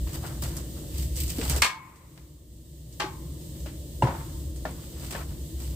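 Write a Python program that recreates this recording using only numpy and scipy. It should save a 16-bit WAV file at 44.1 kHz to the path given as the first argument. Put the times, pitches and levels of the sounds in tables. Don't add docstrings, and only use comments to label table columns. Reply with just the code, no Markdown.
import sys
import numpy as np
from scipy import signal
from scipy.fft import rfft, irfft
from scipy.io import wavfile
from scipy.ndimage import uniform_filter1d

SR = 44100
rng = np.random.default_rng(int(sys.argv[2]) if len(sys.argv) > 2 else 0)


def log_audio(samples):
    frames = np.atleast_2d(samples).T
    limited = np.clip(frames, -1, 1)
    pcm = np.round(limited * 32767).astype(np.int16)
    wavfile.write(sys.argv[1], SR, pcm)


def field_ratio(decibels):
    return 10 ** (np.asarray(decibels, dtype=float) / 20)


N = 253719
TIME = np.arange(N) / SR
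HZ = np.maximum(np.fft.rfftfreq(N, 1 / SR), 1)


def on_hz(table):
    hz, value = np.transpose(table)
    return np.interp(np.log(HZ), np.log(hz), value)


# [f/Hz, likeness/0-1]
LIKENESS = [(60, 1.0), (130, 0.99), (290, 0.85), (640, 0.71), (1410, 0.08), (3100, 0.27), (6820, 0),
            (15000, -0.12)]


def pair(gain):
    like = np.clip(on_hz(LIKENESS), 0, 1)
    mid, side = rfft(rng.standard_normal((2, N))) * gain
    mid, side = mid * np.sqrt(1 + like), side * np.sqrt(1 - like)
    x = irfft(np.array([mid + side, mid - side]), N)
    return x / np.sqrt(np.mean(x ** 2))


def band(lo_hz, hi_hz):
    return 1 / np.sqrt((1 + (lo_hz / HZ) ** 6) * (1 + (HZ / hi_hz) ** 6))


def walk(rate_hz):
    hold = int(SR / rate_hz)
    steps = np.repeat(rng.standard_normal(N // hold + 1), hold)
    return 1.16 * uniform_filter1d(uniform_filter1d(steps, hold), hold)[:N]


def fade(t, t60):
    return (t >= 0) * field_ratio(-60 * np.maximum(t, 0) / t60)


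def press(peak_s, rise_s, fall_s, db):
    drop_db = 20 * np.maximum((peak_s - TIME) / rise_s, (TIME - peak_s) / fall_s)
    return field_ratio(db - drop_db)


# [peak t/s, rise/s, fall/s, ash hiss level/dB, wood drag above hiss/dB]
STROKES = [(.075, .02, .1, -48, -1), (.15, 0.068, 0.054, -38.5, -5), (.268, 0.096, .09, -42.5, 3.5),
           (.36, .08, 0.07, -54, -1), (.425, 0.0079, 0.23, -39, -2.5), (.567, 0.028, 0.15, -46.5, -3),
           (.78, 0.09, 0.32, -54, -1.5), (.988, .11, 0.15, -38.5, -17), (1.175, 0.026, 0.14, -36.5, -17),
           (1.205, 0.073, 0.1, -34, -24), (1.303, 0.041, .07, -34, -19), (1.39, 0.14, .12, -45, -4),
           (1.502, 0.2, .07, -31.5, -6), (1.585, 0.28, 0.047, -34, -6), (3.56, .04, 0.11, -53, -10),
           (3.665, .02, .11, -56, 0), (4.16, 0.11, 0.2, -54, 13.5), (4.29, .15, 0.23, -58, -9),
           (4.83, .2, 0.093, -50.5, -3), (5.064, 0.23, 0.11, -42, -6.5), (5.11, .02, 0.063, -40, -4),
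           (5.165, 0.037, 0.16, -44, 6.5), (5.3, .08, .2, -52.5, -5), (5.615, 0.056, 0.4, -45.5, -7)]
# [peak t/s, rise/s, fall/s, level/dB]
DRAGS = [
    (0.307, .03, 0.11, -46.5),
    (0.494, .1, 0.18, -43.5),
    (0.605, .1, 0.073, -51),
    (5.2, .08, .07, -39.5),
    (1.45, .1, .2, -42.5),
]
# [f/Hz, level/dB]
ASH = [(880, -45), (1500, -29), (1790, -11.5), (2570, -8.5), (3040, -4), (3350, -7.5), (4410, -6),
       (4720, -2), (5160, -6.5), (6590, -8.5), (8010, -1), (9460, -11.5), (11900, -13), (14000, -3),
       (15600, -13.5)]


def rake():
    hiss, drag = np.zeros(N), np.zeros(N)
    for peak_s, rise_s, fall_s, hiss_db, drag_db in STROKES:
        push = press(peak_s, rise_s, fall_s, hiss_db)
        hiss, drag = np.hypot(hiss, push), np.hypot(drag, push * field_ratio(drag_db))
    for row in DRAGS:
        drag = np.hypot(drag, press(*row))
    ash = field_ratio(on_hz(ASH))
    grains = field_ratio(2.65 * walk(500) + walk(60) - 2.5)
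    coarse = field_ratio(-1.0) * pair(ash * band(1000., 9700.0))
    dust = field_ratio(2.5 * walk(18) - 3.0) * pair(ash * band(10500., 18000.))
    slips = field_ratio(2.9 * walk(120) + 1.5 * walk(30.06) - 4.0)
    return hiss * grains * (coarse + dust) + drag * slips * pair(band(440.0, 1500.0))


# [t/s, peak level/dB, sizzle above peak/dB]
EMBERS = [(0.422, -32.5, 1), (.4364, -42, -7), (.567, -43.5, 11), (0.982, -47.5, 10), (1.0225, -46, 7),
          (1.1567, -48.5, 12), (1.1651, -43.5, 8.5), (1.2785, -40, 7), (1.497, -31.5, 8), (1.5616, -29, -1),
          (1.9575, -58.5, 5), (2.9247, -59, 10), (3.411, -61, 12), (3.6011, -64.5, 16), (4.5592, -48, 5.5),
          (5.1073, -37.5, -2), (5.6011, -45, 3)]
# [t/s, peak level/dB, knock above peak/dB, thud above peak/dB]
LOGS = [(.0692, -39.5, -7.5, 4), (.2384, -43, 7, 7), (1.3828, -36, -11, 8), (1.4116, -30, -15.5, 0.5),
        (2.1744, -46.5, -7, -10), (3.0216, -42, 4, -4), (3.6586, -35, -7.5, -5), (4.0226, -26.5, 8, 7),
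        (4.071, -37, 12.5, 7), (4.6527, -32.5, 3.5, 3.5), (5.1233, -32.5, -7, -4), (5.148, -37, 4, 0)]
# [t/s, peak level/dB, knock above peak/dB, sizzle above peak/dB, tail length/share]
BLOWS = [
    (1.6192, -7.5, -31, -8, .58),
    (1.6444, -19.5, -9, -18, 0.88),
    (2.997, -21, -13.5, -17, 0.3),
    (3.0005, -19, -4.5, -27, 0.75),
]


def contacts():
    embers = [(s, db, -10.5, sizzle_db, 0.5, 0.73) for s, db, sizzle_db in EMBERS]
    logs = [(s, db, knock_db, -17, thud_db, 0.88) for s, db, knock_db, thud_db in LOGS]
    blows = [(s, db, knock_db, sizzle_db, -24, tail) for s, db, knock_db, sizzle_db, tail in BLOWS]
    return embers + logs + blows


# [low edge f/Hz, high edge f/Hz, room tail t60/s, tail above crack/dB, delay/s, tilt/dB per octave]
PARTS = [
    (1400, 5700, 0.32, 0.5, 0.0025, -4),
    (591, 990, 0.33, 2.5, 0.00024, 2.5),
    (5500, 11000, 0.29, 6.5, 0.00062, -2.5),
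    (101, 500, 0.31, 4.5, 0.00397, -1.2),
]


def knocks():
    out, t = np.zeros((2, N)), TIME[:SR // 2]
    for k, (lo_hz, hi_hz, t60, tail_db, delay_s, tilt_db) in enumerate(PARTS):
        shape, clicks = np.zeros(N + SR), np.zeros(N)
        for s, peak_db, *colour_db, length in contacts():
            size = field_ratio(peak_db + ([0] + colour_db)[k])
            crack = fade(t - delay_s, 0.015)
            tail = field_ratio(tail_db) * fade(t - delay_s, t60 * max(length, .05))
            i = int(s * SR)
            shape[i:i + len(t)] += field_ratio(-12.5) * size * (crack + tail)
            clicks[i + int(delay_s * SR)] += size * field_ratio(-5) * SR / (hi_hz - lo_hz) / 2
        ash = field_ratio(.5 * on_hz(ASH)) if lo_hz > 4000 else 1
        colour = band(lo_hz, hi_hz) * ash * field_ratio(tilt_db * np.log2(HZ))
        out += shape[:N] * field_ratio(1.5 * walk(200)) * pair(colour)
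        sos = signal.butter(2, (lo_hz, hi_hz), "band", fs=SR, output="sos")
        out += signal.sosfilt(sos, clicks)
    return out


def ring(hit_s, hit_db, modes, rise_s, count=4):
    start = int(hit_s * SR)
    t = np.maximum(TIME - hit_s, 0)[start:int((hit_s + .8) * SR)]
    chance, sound = rng.standard_normal((len(modes), count, 3)), 0
    for (hz, mode_db, t60), cluster in zip(modes, chance):
        for k, (phase, detune, apart) in enumerate(cluster):
            size, spread = (.5, .018) if k else (.8, 0)
            ports = apart * min(hz / 2500, 1.5) * np.array([[.5], [-.5]])
            turn = 2 * np.pi * hz * (1 + spread * detune) * t + 3 * phase + ports
            sound = sound + size * field_ratio(mode_db) * fade(t, t60) * np.sin(turn)
    out = np.zeros((2, N))
    out[:, start:start + len(t)] = field_ratio(hit_db) * (1 - np.exp(-t / rise_s)) * sound
    return out


# [f/Hz, level/dB, t60/s]
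PLATE = [(893, -8, 0.4), (985, -3, 0.32), (1040, -16, 0.63), (1172, 0.5, 0.27), (1630, -3.5, 0.31),
         (1848, -4, 0.28), (2175, 5, 0.22), (2405, 6, 0.17), (2670, -10.5, 0.21), (2860, -8.5, 0.084),
         (3400, -8.5, 0.23), (3531, -15, 0.34), (4370, -1.5, 0.24), (4930, -8.5, 0.18), (4670, -8.5, 0.15),
         (4877, -12.5, 0.2), (5100, -4.5, 0.12), (5580, -6.5, 0.14)]
LIP = [(381, -0.5, 0.35), (846, 4, 0.35), (1072, -6.5, 0.49), (1147, -2, 0.33), (1550, -4, 0.31),
       (3210, -2, 0.17), (3600, -16, 0.2), (3750, -22, 0.32), (4040, -25.5, 0.15), (4380, -8, 0.22),
       (4600, -19.5, 0.18)]
TAP = [(550, 2.5, 0.1), (860, -3, .09), (1090, 5, 0.09), (1750, 0.5, 0.086)]
ROD = [(1039, -1, .8), (2206, 4, .5), (889, -5.5, .45), (1239, -3.5, .35)]


def steel():
    plate = ring(1.620, -27, PLATE, rise_s=.0012)
    lip = ring(3.001, -35.5, LIP, rise_s=.0015)
    tap = ring(5.149, -40, TAP, rise_s=0.00061)
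    rod = ring(1.620, -33, ROD, rise_s=.002, count=1)
    return plate + lip + tap + rod


# [f/Hz, level/dB, t60/s]
LOG = [(240.4, -7.5, 0.24), (347, -8.5, 0.35), (544, -9.5, 0.38), (698, 0, 0.094), (880, 5.5, 0.086),
       (970, -3.5, 0.25)]


def log_ring():
    return ring(4.023, -22, LOG, rise_s=0.00083)


# [f/Hz, level/dB, t60/s]
LIP_LINES = [(884, 1, .3), (1800, 2, .09), (2790, -1, .08), (1600, -5, 0.18)]
LOG_LINES = [(910, 0, .06), (2800, -10, 0.045)]
RAP = [(1770, 0.5, 0.037), (1400, -8.5, .1), (833, -3.5, 0.065), (614, -3.5, 0.11)]


def lines():
    hits = (3.0, -32.5, LIP_LINES), (4.0225, -18, LOG_LINES), (4.653, -25.5, RAP)
    return sum(ring(s, db, modes, rise_s=0.00052, count=1) for s, db, modes in hits)


# [f/Hz, width/Hz, level/dB, t60/s]
WALLS = [(904, 49, -4.5, 0.6), (1030, 40, -3.5, 0.64), (1230, 81, 2, 0.34), (2210, 110, -10, 0.5),
         (2090, 900, -17, 1.25), (1070, 450, -13.5, 1.4)]
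BLOW_S = [
    1.62,
    3.001,
    4.024,
    5.16,
]
# [level/dB, brightness/dB per octave, clear lines/dB]
WALL_BLOWS = [
    (-32, 1, -1.5),
    (-41, -2, 2),
    (-34, -29, -1),
    (-50, -9, -14),
]


def walls():
    out = 0
    for hz, width_hz, db, t60 in WALLS:
        shape = 0
        for s, (blow_db, tilt_db, line_db) in zip(BLOW_S, WALL_BLOWS):
            colour_db = tilt_db * np.log2(hz / 1000) + line_db * (width_hz < 200)
            shape = shape + field_ratio(db + blow_db + colour_db) * fade(TIME - s, t60)
        out = out + shape * pair(1 / (1 + ((HZ - hz) / (width_hz / 2)) ** 2))
    return out


# [t/s, peak level/dB,
# f/Hz]
TICKS = [(0.15, -31, 4200), (0.2644, -33, 8010), (0.4364, -25, 8140), (0.567, -34, 6310),
         (1.1657, -28, 8420), (1.3036, -25, 7940), (1.4973, -16.5, 8200), (4.7101, -35, 8370),
         (5.1238, -29, 7810), (5.6027, -34, 7830),
         (0.4208, -25, 15000), (0.567, -28, 11400), (0.982, -23, 14270), (1.0221, -33.5, 12400),
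          (1.2037, -30, 14660), (1.497, -18.5, 13700), (1.5612, -24, 13880), (5.1082, -28, 14300)]


def ticks():
    out, t = np.zeros((2, N)), TIME[:SR // 40]
    snaps = TICKS
    for (s, db, hz), noise in zip(snaps, rng.standard_normal((len(snaps), 2, len(t)))):
        edges_hz = np.minimum((hz / 1.03, hz * 1.2), .45 * SR)
        sos = signal.butter(1, edges_hz, "band", fs=SR, output="sos")
        snap = signal.sosfilt(sos, noise * fade(t, 0.014))
        i = int(s * SR)
        out[:, i:i + len(t)] += field_ratio(db) * snap / np.abs(snap).max()
    return out


THUD_S = [.428, 1.383, 1.392, 1.497, 3.04, 3.66, 4.033, 4.6527]
# [f/Hz, level/dB, length/s]
THUDS = [(133.5, -29, 0.041), (286, -27, 0.014), (452, -32, 0.024), (144, -23.5, 0.0265),
         (340, -30.5, 0.013), (597, -37.5, 0.012), (124.3, -13.5, 0.029), (745, -21.5, 0.0019)]


def thuds():
    out = np.zeros(N)
    for s, (hz, db, length_s) in zip(THUD_S, THUDS):
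        t = np.maximum(TIME - s, 0)
        shape = np.exp(-(t / length_s) ** 3) * (1 - np.exp(-t * hz * 3.3))
        out += field_ratio(db) * shape * np.sin(2 * np.pi * hz * t)
    return out


# [f/Hz, level/dB per Hz]
FIRE = [(20, -27), (40, -23), (57, -7), (65, 0), (74, -9), (105, -15), (150, -9), (200, -22.5), (270, -22),
        (325, -15.5), (400, -29.5), (580, -29.5), (800, -47.5), (1600, -58.5)]
# [t/s, level/dB]
DRAUGHT = [(0, -33), (.36, -39), (.46, -33), (.86, -41), (.96, -35), (1.45, -35), (1.55, -32.5),
           (1.75, -44), (2.1, -38), (2.85, -39), (3.3, -36), (3.9, -40.5), (4.05, -33.5), (4.8, -37),
           (5.15, -37.5), (5.3, -31), (5.4, -37.5), (5.75, -34)]


def fire(gain):
    colour, out = field_ratio(on_hz(FIRE)), 0
    swell = gain * field_ratio(np.interp(TIME, *np.transpose(DRAUGHT)) + 3.0 + 1.5 * walk(7))
    for hz in 2. ** np.arange(4, 12):
        share = np.clip(1 - np.abs(np.log2(HZ / hz)), 0, 1) ** .5 * colour
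        level = swell if hz < 100 else field_ratio(-36.5) * gain
        flutter = field_ratio(0.65 * walk(12))
        out = out + level * np.sqrt(np.sum(share ** 2)) * flutter * pair(share)
    return out / np.sqrt(np.sum(colour ** 2))


# [f/Hz, level/dB per Hz]
AIR = [(600, -39.5), (900, -9.5), (1150, -16), (1400, -25.5), (1800, -10), (2400, -17.5), (2900, -6.5),
       (3800, -4.5), (5900, -7), (8200, -1.5), (10600, -10.5), (13000, -5.5), (15000, -3), (15600, -15)]


def air(gain):
    return gain * field_ratio(-49 + 0.99 * walk(12)) * pair(field_ratio(on_hz(AIR)))


def ducking():
    duck_s, duck_db, attack_s, creep_db_per_s = 1.615, -14.5, .03, 2.5
    hold_s, release_s, rest_db, settled_db = 1.395, 0.14, 0.65, -1.22
    t = np.maximum(TIME - duck_s, 0)
    held_db = np.minimum(duck_db + creep_db_per_s * t, 0) * (1 - np.exp(-t / attack_s))
    released = .5 + .5 * np.tanh((t - hold_s) / release_s / 2)
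    return field_ratio((rest_db + held_db) * (1 - released) + settled_db * released)


def scene():
    gain = ducking()
    poker = rake() + knocks() + steel() + log_ring() + lines() + walls() + ticks() + thuds()
    return poker + fire(gain) + air(gain)


def roll_off(x):
    return signal.sosfilt(signal.butter(12, 16660, fs=SR, output="sos"), x)


# [f/Hz, left minus right/dB]
PORTS = [(60, 0.5), (200, 0.5), (400, 1.9), (1000, 0.7), (2400, 5.5), (4400, 1), (8000, -8), (13000, 5)]


def record(dry):
    lag_s, top_hz = 5e-5, 15700
    half = field_ratio(on_hz(PORTS) / 2) * np.exp(-1j * np.pi * HZ * lag_s)
    x = irfft(rfft(dry) * np.array([half, 1 / half]), N)
    x = .6 * np.tanh(x / .6)
    top = field_ratio(-38 * np.clip((HZ - top_hz) / 250 + .5, 0, 1))
    return roll_off(irfft(rfft(x) * top, N))


dry = scene()
out = record(dry)
log_audio(out)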